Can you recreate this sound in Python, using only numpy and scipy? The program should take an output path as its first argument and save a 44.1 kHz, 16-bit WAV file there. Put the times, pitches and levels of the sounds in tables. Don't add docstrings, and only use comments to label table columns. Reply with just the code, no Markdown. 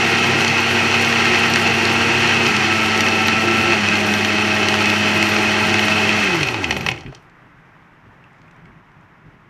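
import sys
import numpy as np
from scipy import signal
from scipy.fft import rfft, irfft
from scipy.io import wavfile
from scipy.ndimage import uniform_filter1d

SR = 44100
rng = np.random.default_rng(int(sys.argv[2]) if len(sys.argv) > 2 else 0)


def convert_level_to_amplitude(level_db):
    exponent = np.asarray(level_db, float) / 20
    return 10 ** exponent


def materialize(psi):
    bounded = np.clip(np.atleast_2d(psi).T, -1, 1)
    quanta = np.round(bounded * 32767).astype(np.int16)
    wavfile.write(sys.argv[1], SR, quanta)


N = 418509

# (time [s], speed [turns/s])
ROTOR_SPEED = [(0, 232.5), (1.0, 231.6), (1.45, 232.5), (1.75, 229.8), (2.2, 232.6), (2.49, 231.8),
               (2.53, 213), (2.68, 218.5), (3.6, 223.4), (3.75, 223), (3.79, 207), (4.3, 211.8),
               (4.75, 210.3), (5.85, 213.1), (6.21, 212), (6.56, 108), (6.72, 72), (7.0, 32)]
KNOB_CLICKS_S = [
    2.51,
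    3.77,
]
POWER_OFF_S, SWITCH_GAP_S = 6.21, 0.026
REST_TURNS_PER_S, FADE_TURNS_PER_S = 32, 20
CLEAR_ORDERS = (1, 2, 3, 4, 6, 12)
# (level at knob position 3, 2, 1 and coasting [dB], growth after each knob change
# [dB/s])
CLEAR_ORDER_LEVELS = [(-27.5, -26.5, -25.5, -26.5, 0.44), (-35.5, -38, -36.5, -40.5, 0.34),
                      (-38, -36, -34, -31.5, 1.5), (-43, -39.5, -40.5, -37, 2.8),
                      (-38.5, -28.5, -47, -44, 0.6), (-40.5, -35.5, -41.5, -48, 7.8)]
# (multiple, level [dB])
UPPER_ORDERS = [(8, -49.5), (9, -45), (10, -42.5)]
SETTLE_S, SETTLE_DB = 0.09, -16
# (frequency [Hz], level [dB])
COAST_BODY = [(60, -24), (90, -5), (110, -5.5), (200, 1), (300, -1), (370, 0), (470, -16), (800, -14)]
SHUDDER_HZ, SHUDDER_WIDTH_HZ, SHUDDER_DB = 349, 47, 25
HUM_HZ, HUM_DB = 99.5, -31.5
# (multiple of turning, multiple of hum, level [dB])
BEATS = [(1, -1, -43.5), (1, 1, -37), (3, 1, -41.5)]
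WOBBLE_ORDER, WOBBLE_DB = 1.555, -33.5
# (time [s], level [dB], length [s])
WOBBLE_SWELLS = [(2.72, -28, .08), (3.55, -23.5, 0.13), (3.73, -25.5, .05)]

# (time [s], grinding level [dB])
LOAD = [(0, -16), (.62, -17.5), (1.3, -16), (1.55, -17.5), (2.33, -16.5), (3.42, -18.5), (3.63, -18),
        (4.06, -19), (5.09, -17.5), (6.25, -17.5), (6.39, -21), (6.52, -25.5), (6.78, -32), (6.88, -32.5),
        (7.03, -49), (7.16, -54), (7.26, -69), (7.38, -95)]
FULL_LOAD_DB = -17
# (level at full load [dB], share of its swing, fall before dying [dB], flutter [dB])
THRUM = (-35, 0, 25, 2.0)
RUMBLE = (-27, 0.35, 24, 0.83)
SPRAY = (-47.5, 0.78, 50, 0.6)
# (time [s], lift of the spray [dB], length [s])
SPLASHES = [(1.7, 2.5, .15), (3.55, 3.5, .15), (4.1, 3.5, .25), (5.7, 1, .1)]
# (time [s], peak of the bright part [dB], weight [dB])
KNOCKS = [(0.408, -8.5, 3), (0.447, -7, 1), (0.479, -10, -8), (0.9138, -14, -4), (1.0251, -12, -2),
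          (1.047, -11, -5), (1.3753, -18, 3.5), (1.537, -6, -7), (1.5583, -8.5, 7.5), (1.8527, -8, -6),
          (2.2747, -14, -2), (2.4648, -10, 2), (2.5657, -7, -8), (2.9755, -12, -0.5), (3.0065, -8, 4),
          (3.0846, -9, -2), (3.2829, -6, 3), (3.8863, -11, 6), (3.9543, -11.5, 1.5), (4.1378, -10, -1),
          (4.2475, -8.5, 2), (4.6852, -4.5, 0), (4.8569, -11, 2), (4.9, -9, 1), (5.2265, -8.5, 6),
          (5.289, -15, -6), (5.7415, -13, 7), (5.7932, -10.5, 7.5), (6.0667, -27, 4), (6.0912, -11.5, 6)]
# (time [s], peak of the bright part [dB], weight [dB], thud [dB])
LAST_KNOCKS = [(6.3444, -23, 5, 5), (6.3564, -29, 2, 0), (6.4078, -24, 9, -7), (6.43, -13, 5, -10),
               (6.4714, -26, 3, -3), (6.4852, -18, 7.5, -4), (6.5425, -22.5, 8.5, 3), (6.6311, -27, 0, 2),
               (6.6413, -19.5, 11, -7), (6.6678, -33, 8, -2), (6.7072, -15, 7.5, -5), (6.7244, -21.5, 6, 0),
               (6.7652, -23, 10.5, 3), (6.8079, -25.5, 6.5, -6), (6.83, -34, 7, -2),
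               (6.8628, -16.5, 6.5, 1), (6.8859, -15.5, 10, -1), (6.9137, -24.5, 9, 0), (6.9606, -36, 1, 1),
               (6.976, -42, 14, -5), (6.9855, -40, -3, -8), (7.007, -37, -4, -7), (7.033, -47.5, 10, 9),
               (7.0614, -44.5, 14.5, -4), (7.1237, -47.5, 6, 14.5), (7.148, -31.5, -8, -15),
               (7.1694, -51, -4, -7)]
CRACK_S = 0.004
# (frequency [Hz], level [dB per Hz])
BODY = [(26, -44.5), (45, -25.5), (81, -4), (172, 2.5), (220, -9.5), (261, -10), (350, -6.5), (584, -14.5),
        (783, -12), (1020, -12), (2350, -6.5), (2590, -5.5), (3650, -17.5), (5800, -19.5), (15400, -40.5)]
# (frequency [Hz], width [Hz], lift [dB])
RESONANCES = [(136.4, 11, 12.5), (358, 30, 6), (499, 45, -5.5), (594, 32, -2), (775, 50, 6), (850, 58, 5),
              (1332, 59, 7.5), (1585, 65, 4.5), (1720, 60, -6), (1880, 160, 4), (2200, 220, 1.5),
              (2346, 64, -9), (2577, 173, 5.5), (2645, 54, 1.5), (3060, 130, 4.5), (4316, 140, 7),
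              (5780, 166, 5.5), (9150, 450, 4.5), (10820, 400, 3.5), (12100, 900, 7.5)]
# (time [s], peak [dB])
SPARKS = [(0.2653, -31.5), (0.6015, -29), (1.047, -29), (1.0819, -34), (1.497, -26), (2.4738, -26),
          (2.7496, -35), (3.0041, -27), (3.0849, -37), (3.269, -25), (4.14, -30), (4.1579, -34),
          (4.2472, -30), (4.2812, -35), (4.5416, -34), (4.8993, -30), (5.1412, -30), (5.223, -30),
          (5.2659, -34), (5.2889, -25), (5.3343, -33), (5.7942, -27.5), (6.0911, -34), (6.355, -32),
          (6.4647, -32), (6.6662, -42), (6.6932, -34), (6.768, -32), (6.8069, -36), (6.8628, -33)]

# (time [s], peak [dB], ring [Hz], low ring [Hz], low ring against peak [dB])
TICKS = [(7.2973, -55, 4500, 2450, 3), (8.2406, -58, 4650, 2680, 14), (8.33, -63, 5660, 2500, 3),
         (8.3844, -64, 5910, 2200, 8), (8.4168, -50, 3600, 2320, -4), (8.4794, -63, 5090, 2450, 15),
         (8.5111, -52, 5800, 2610, -1), (8.5644, -60, 5780, 2370, 8), (8.6556, -47, 3000, 2220, 3),
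         (8.9174, -58, 3700, 2300, 0), (9.0104, -65, 7000, 2280, 0)]
RUSTLE_S, RUSTLE_LENGTH_S, RUSTLE_DB = 8.41, 0.08, -67

KITCHEN_T60_S, KITCHEN_DB = 0.2, -16
# (frequency [Hz], level [dB per Hz])
ROOM_RUMBLE = [(15, -38.5), (25, -11), (59, -10), (75, -18.5), (97, -7.5), (161, -2), (204, -12.5),
               (236, -11.5), (420, -18), (550, -50.5), (920, -120)]
ROOM_RUMBLE_DB = -60
# (time [s], lift of the rumble [dB], length [s])
BUMPS = [
    (2.51, 21, .04),
    (7.075, 21, 0.042),
    (7.44, 3, .05),
    (8.06, 5, 0.026),
    (8.45, 4, .08),
    (8.68, 7, .08),
    (9.285, 5, 0.03),
]
# (frequency [Hz], level [dB per Hz])
ROOM_TRAFFIC = [(150, -30), (250, -2), (263, -13), (318, -2.5), (353, -10), (490, -8), (516, -9),
                (976, -2.5), (1950, -5), (2700, -14.5), (4450, -31), (5570, -30.5), (8420, -41.5),
                (15400, -45)]
# (time [s], level [dB])
TRAFFIC = [(7.4, -50), (8.0, -50), (8.7, -49.5), (8.82, -51.5), (9.49, -51)]


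def rms_one(x):
    return x / np.sqrt(np.mean(x ** 2) + 1e-20)


def in_time(rows):
    s, *columns = np.transpose(rows)
    return [np.interp(np.arange(N) / SR, s, c) for c in columns]


def at_hz(points, hz):
    table_hz, db = np.array(points).T
    return np.interp(np.log(hz + 1), np.log(table_hz), db)


def swells(rows):
    t = np.arange(N) / SR
    return sum(height * np.exp(-((t - s) / length) ** 2) for s, height, length in rows)


def drift(rate):
    r = np.exp(-80 * np.pi * rate / SR)
    noise = rng.standard_normal(N // 40 + 2002)
    slow = signal.lfilter([1], [1, -2 * r, r * r], noise)[2000:]
    return np.interp(np.arange(N) / 40, np.arange(len(slow)), rms_one(slow))


def grains(per_s, spread_db, clump_db, clump_rate):
    sizes = convert_level_to_amplitude(spread_db * np.minimum(rng.exponential(1, N), 5)) * rng.choice([-1, 1], N)
    struck = rng.random(N) < per_s / SR
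    return rms_one(sizes * struck * convert_level_to_amplitude(clump_db * drift(clump_rate)))


def band(x, low_hz, high_hz):
    return signal.sosfilt(signal.butter(2, [low_hz, high_hz], "band", fs=SR, output="sos"), x)


def colour(x, db_of_hz):
    size = 2 ** 14
    cepstrum = irfft(db_of_hz(np.fft.rfftfreq(size, 1 / SR)) * np.log(10) / 20)
    cepstrum[1:size // 2] *= 2
    response = irfft(np.exp(rfft(cepstrum[:size // 2], size)))
    return signal.fftconvolve(x, response[None])[:, :N]


def lift_db(hz):
    return sum(db / (1 + (2 * (hz - centre) / width) ** 2) for centre, width, db in RESONANCES)


def body_db(hz):
    return at_hz(BODY, hz) + lift_db(hz)


def tone_levels(speed):
    t = np.arange(N) / SR
    changes = np.array([0, *KNOB_CLICKS_S, POWER_OFF_S])
    stage = np.searchsorted(changes, t, side="right") - 1
    since = t - changes[stage]
    shudder = SHUDDER_DB / (1 + (2 * (2 * speed - SHUDDER_HZ) / SHUDDER_WIDTH_HZ) ** 2)
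    settling = SETTLE_DB * np.exp(-since / SETTLE_S) * (stage > 0)
    for k, row in zip(CLEAR_ORDERS, np.array(CLEAR_ORDER_LEVELS)):
        coasting = at_hz(COAST_BODY, k * speed) + shudder * (k == 2)
        powered = row[-1] * np.minimum(since, 1.3) + settling * (k > 1)
        yield uniform_filter1d(row[stage] + np.where(stage < 3, powered, coasting), size=1500)


def motor():
    speed, = in_time(ROTOR_SPEED)
    order_db = tone_levels(speed)
    t = np.arange(N) / SR
    speed = speed * (1 + 0.0022 * drift(20))
    turn = 2 * np.pi * np.cumsum(speed) / SR
    hum = 2 * np.pi * HUM_HZ * t
    turning = np.clip((speed - REST_TURNS_PER_S) / FADE_TURNS_PER_S, 0, 1)
    powered = np.clip((POWER_OFF_S - t) / 0.015, 0, 1)
    for s in KNOB_CLICKS_S:
        powered = powered * (1 - 0.5 * np.exp(-((t - s) / SWITCH_GAP_S) ** 2))

    whine = np.zeros(N)
    for k, db in zip(CLEAR_ORDERS, order_db):
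        flutter_db = 3.5 if k in (2, 4) else 1.5
        whine += convert_level_to_amplitude(db + flutter_db * drift(25)) * np.sin(k * turn + k)
    for k, db in UPPER_ORDERS:
        level = convert_level_to_amplitude(db + 1.3 * lift_db(k * speed) + 2.45 * drift(3.4))
        whine += level * np.sin(k * turn + k) * (speed / 220) ** 0.61

    magnetic = convert_level_to_amplitude(HUM_DB + 1.2 * drift(13)) * np.sin(hum)
    for k, m, db in BEATS:
        level = convert_level_to_amplitude(db + lift_db(k * speed + m * HUM_HZ) + 3.0 * drift(12))
        magnetic += level * np.sin(k * turn + m * hum)
    wobble = convert_level_to_amplitude(WOBBLE_DB) * drift(6.4) + swells([(s, convert_level_to_amplitude(db), length) for s, db, length in WOBBLE_SWELLS])
    magnetic += wobble * np.sin(WOBBLE_ORDER * turn)
    return np.sqrt(2) * (whine * turning + magnetic * powered)


def follows(load_db, part):
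    full_db, share, fall_db, flutter_db = part
    swing = load_db - FULL_LOAD_DB
    return full_db + share * swing + np.minimum(0, swing + fall_db) + flutter_db * drift(2.3)


def blows(rows, burst_s, low_db, middle_db, bright_db, top_db):
    out, t = np.zeros(N), np.arange(3000) / SR
    envelope = np.exp(-t / burst_s) * (1 - np.exp(-t / 0.00043))
    bursts = rng.standard_normal((len(rows), 3000)) * envelope
    rung = colour(bursts, body_db)[:, :3000]
    s, db, middle, *thud = np.transpose(rows)
    low, top = rng.normal(0, 3.0, (len(rows), 2)).T
    low = thud[0] if thud else low
    parts = [(500, 970, low + low_db), (1750, 3200, middle + middle_db),
             (3350, 6870, bright_db), (9000, 12000, top + top_db)]
    for low_hz, high_hz, part_db in parts:
        part = band(band(rung, low_hz, high_hz), 0.83 * low_hz, 1.45 * high_hz)
        part *= np.exp(-t / CRACK_S * (low_hz > 7000))
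        part *= (convert_level_to_amplitude(db + part_db) / np.abs(part).max(axis=1))[:, None]
        for i, row in zip(np.round(s * SR).astype(int), part):
            out[i:i + 3000] += row
    return out


def jar():
    grind_db, = in_time(LOAD)
    thrum_db, rumble_db, spray_db = (follows(grind_db, part) for part in (THRUM, RUMBLE, SPRAY))
    chips = grains(per_s=2500, spread_db=4.0, clump_db=2.5, clump_rate=27)
    fine = grains(per_s=3900, spread_db=1.5, clump_db=2.6, clump_rate=20)
    slush = rng.standard_normal((2, N))
    raw = np.vstack([slush[0], 0.54 * chips + 0.8 * slush[1], 0.29 * chips + 0.91 * fine])
    rumble, grind, spray = colour(raw, body_db)
    flutter_db = 1.2 + 0.15 * np.clip(FULL_LOAD_DB - grind_db, 0, 20)
    spray_db = spray_db + 6.0 + swells(SPLASHES) + flutter_db * drift(25)
    steady = convert_level_to_amplitude(thrum_db + 3.5) * rms_one(band(rumble, 30, 163))
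    steady += convert_level_to_amplitude(rumble_db + 3.0) * rms_one(band(rumble, 202, 708))
    steady += convert_level_to_amplitude(grind_db) * rms_one(band(grind, 610, 6460))
    steady += convert_level_to_amplitude(spray_db) * rms_one(band(spray, 7500, 22000))
    in_slush = blows(KNOCKS, burst_s=0.0011, low_db=-14.5, middle_db=1.5, bright_db=0.5, top_db=-26)
    last = blows(LAST_KNOCKS, burst_s=0.0042, low_db=3.0, middle_db=2.5, bright_db=2.5, top_db=-20.5)
    return steady + in_slush + last


def sparks():
    envelope, t = np.zeros(N), np.arange(2000) / SR
    for s, db in SPARKS:
        i = round(s * SR)
        envelope[i:i + 2000] += convert_level_to_amplitude(db - 8.5) * np.exp(-t / 0.009) * (1 - np.exp(-t / 0.002))
    crackle = 0.7 * grains(per_s=7000, spread_db=-1.0, clump_db=3.0, clump_rate=150)
    crackle += 0.7 * rng.standard_normal(N)
    return envelope * rms_one(band(band(crackle, 11600, 12800), 11000, 13400))


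def ticks():
    out, t = np.zeros(N), np.arange(1500) / SR
    noises = rng.standard_normal((len(TICKS), 1500))
    for (s, db, high_hz, low_hz, low_db), noise in zip(TICKS, noises):
        rings = 0.3 * np.sin(2 * np.pi * high_hz * t)
        rings += convert_level_to_amplitude(low_db + 5) * np.sin(2 * np.pi * low_hz * t)
        click = 2.2 * band(noise, 0.55 * high_hz, 1.6 * high_hz) * np.exp(-t / 0.0018)
        i = round(s * SR)
        out[i:i + 1500] += convert_level_to_amplitude(db) * (rings * np.exp(-t / 0.0032) + click)
    slide = swells([(RUSTLE_S, convert_level_to_amplitude(RUSTLE_DB), RUSTLE_LENGTH_S)])
    out += slide * band(rng.standard_normal(N), 2800, 6500)
    return band(band(out, 1720, 8500), 1200, 10000)


def kitchen(x):
    t = np.arange(round(0.5 * SR)) / SR
    tail = band(rng.standard_normal(len(t)), 120, 6000) * convert_level_to_amplitude(-60 * t / KITCHEN_T60_S) * (t > 0.006)
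    return signal.fftconvolve(x, tail / np.sqrt(np.sum(tail ** 2)))[:N]


def room_tone():
    traffic_db, = in_time(TRAFFIC)
    rumble_db = ROOM_RUMBLE_DB + swells(BUMPS) + 8.5 + 1.67 * drift(9.2)
    traffic_db = traffic_db + 0.6 * drift(10)
    rumble = colour(rng.standard_normal((1, N)), lambda hz: at_hz(ROOM_RUMBLE, hz))[0]
    traffic = colour(rng.standard_normal((1, N)), lambda hz: at_hz(ROOM_TRAFFIC, hz))[0]
    return convert_level_to_amplitude(rumble_db) * rms_one(rumble) + convert_level_to_amplitude(traffic_db) * rms_one(traffic)


def scene():
    near = jar() + sparks() + ticks()
    return (motor() + near + convert_level_to_amplitude(KITCHEN_DB) * kitchen(near) + room_tone())[None]


def top_cut(x):
    return signal.sosfilt(signal.butter(12, 15690, fs=SR, output="sos"), x)


def record(dry):
    rounded = 1.2 * np.tanh(dry / 1.2)
    low_pass = signal.ellip(10, 0.5, 50, 15120, fs=SR, output="sos")
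    return top_cut(signal.sosfilt(low_pass, rounded))


dry = scene()
out = record(dry)
materialize(out)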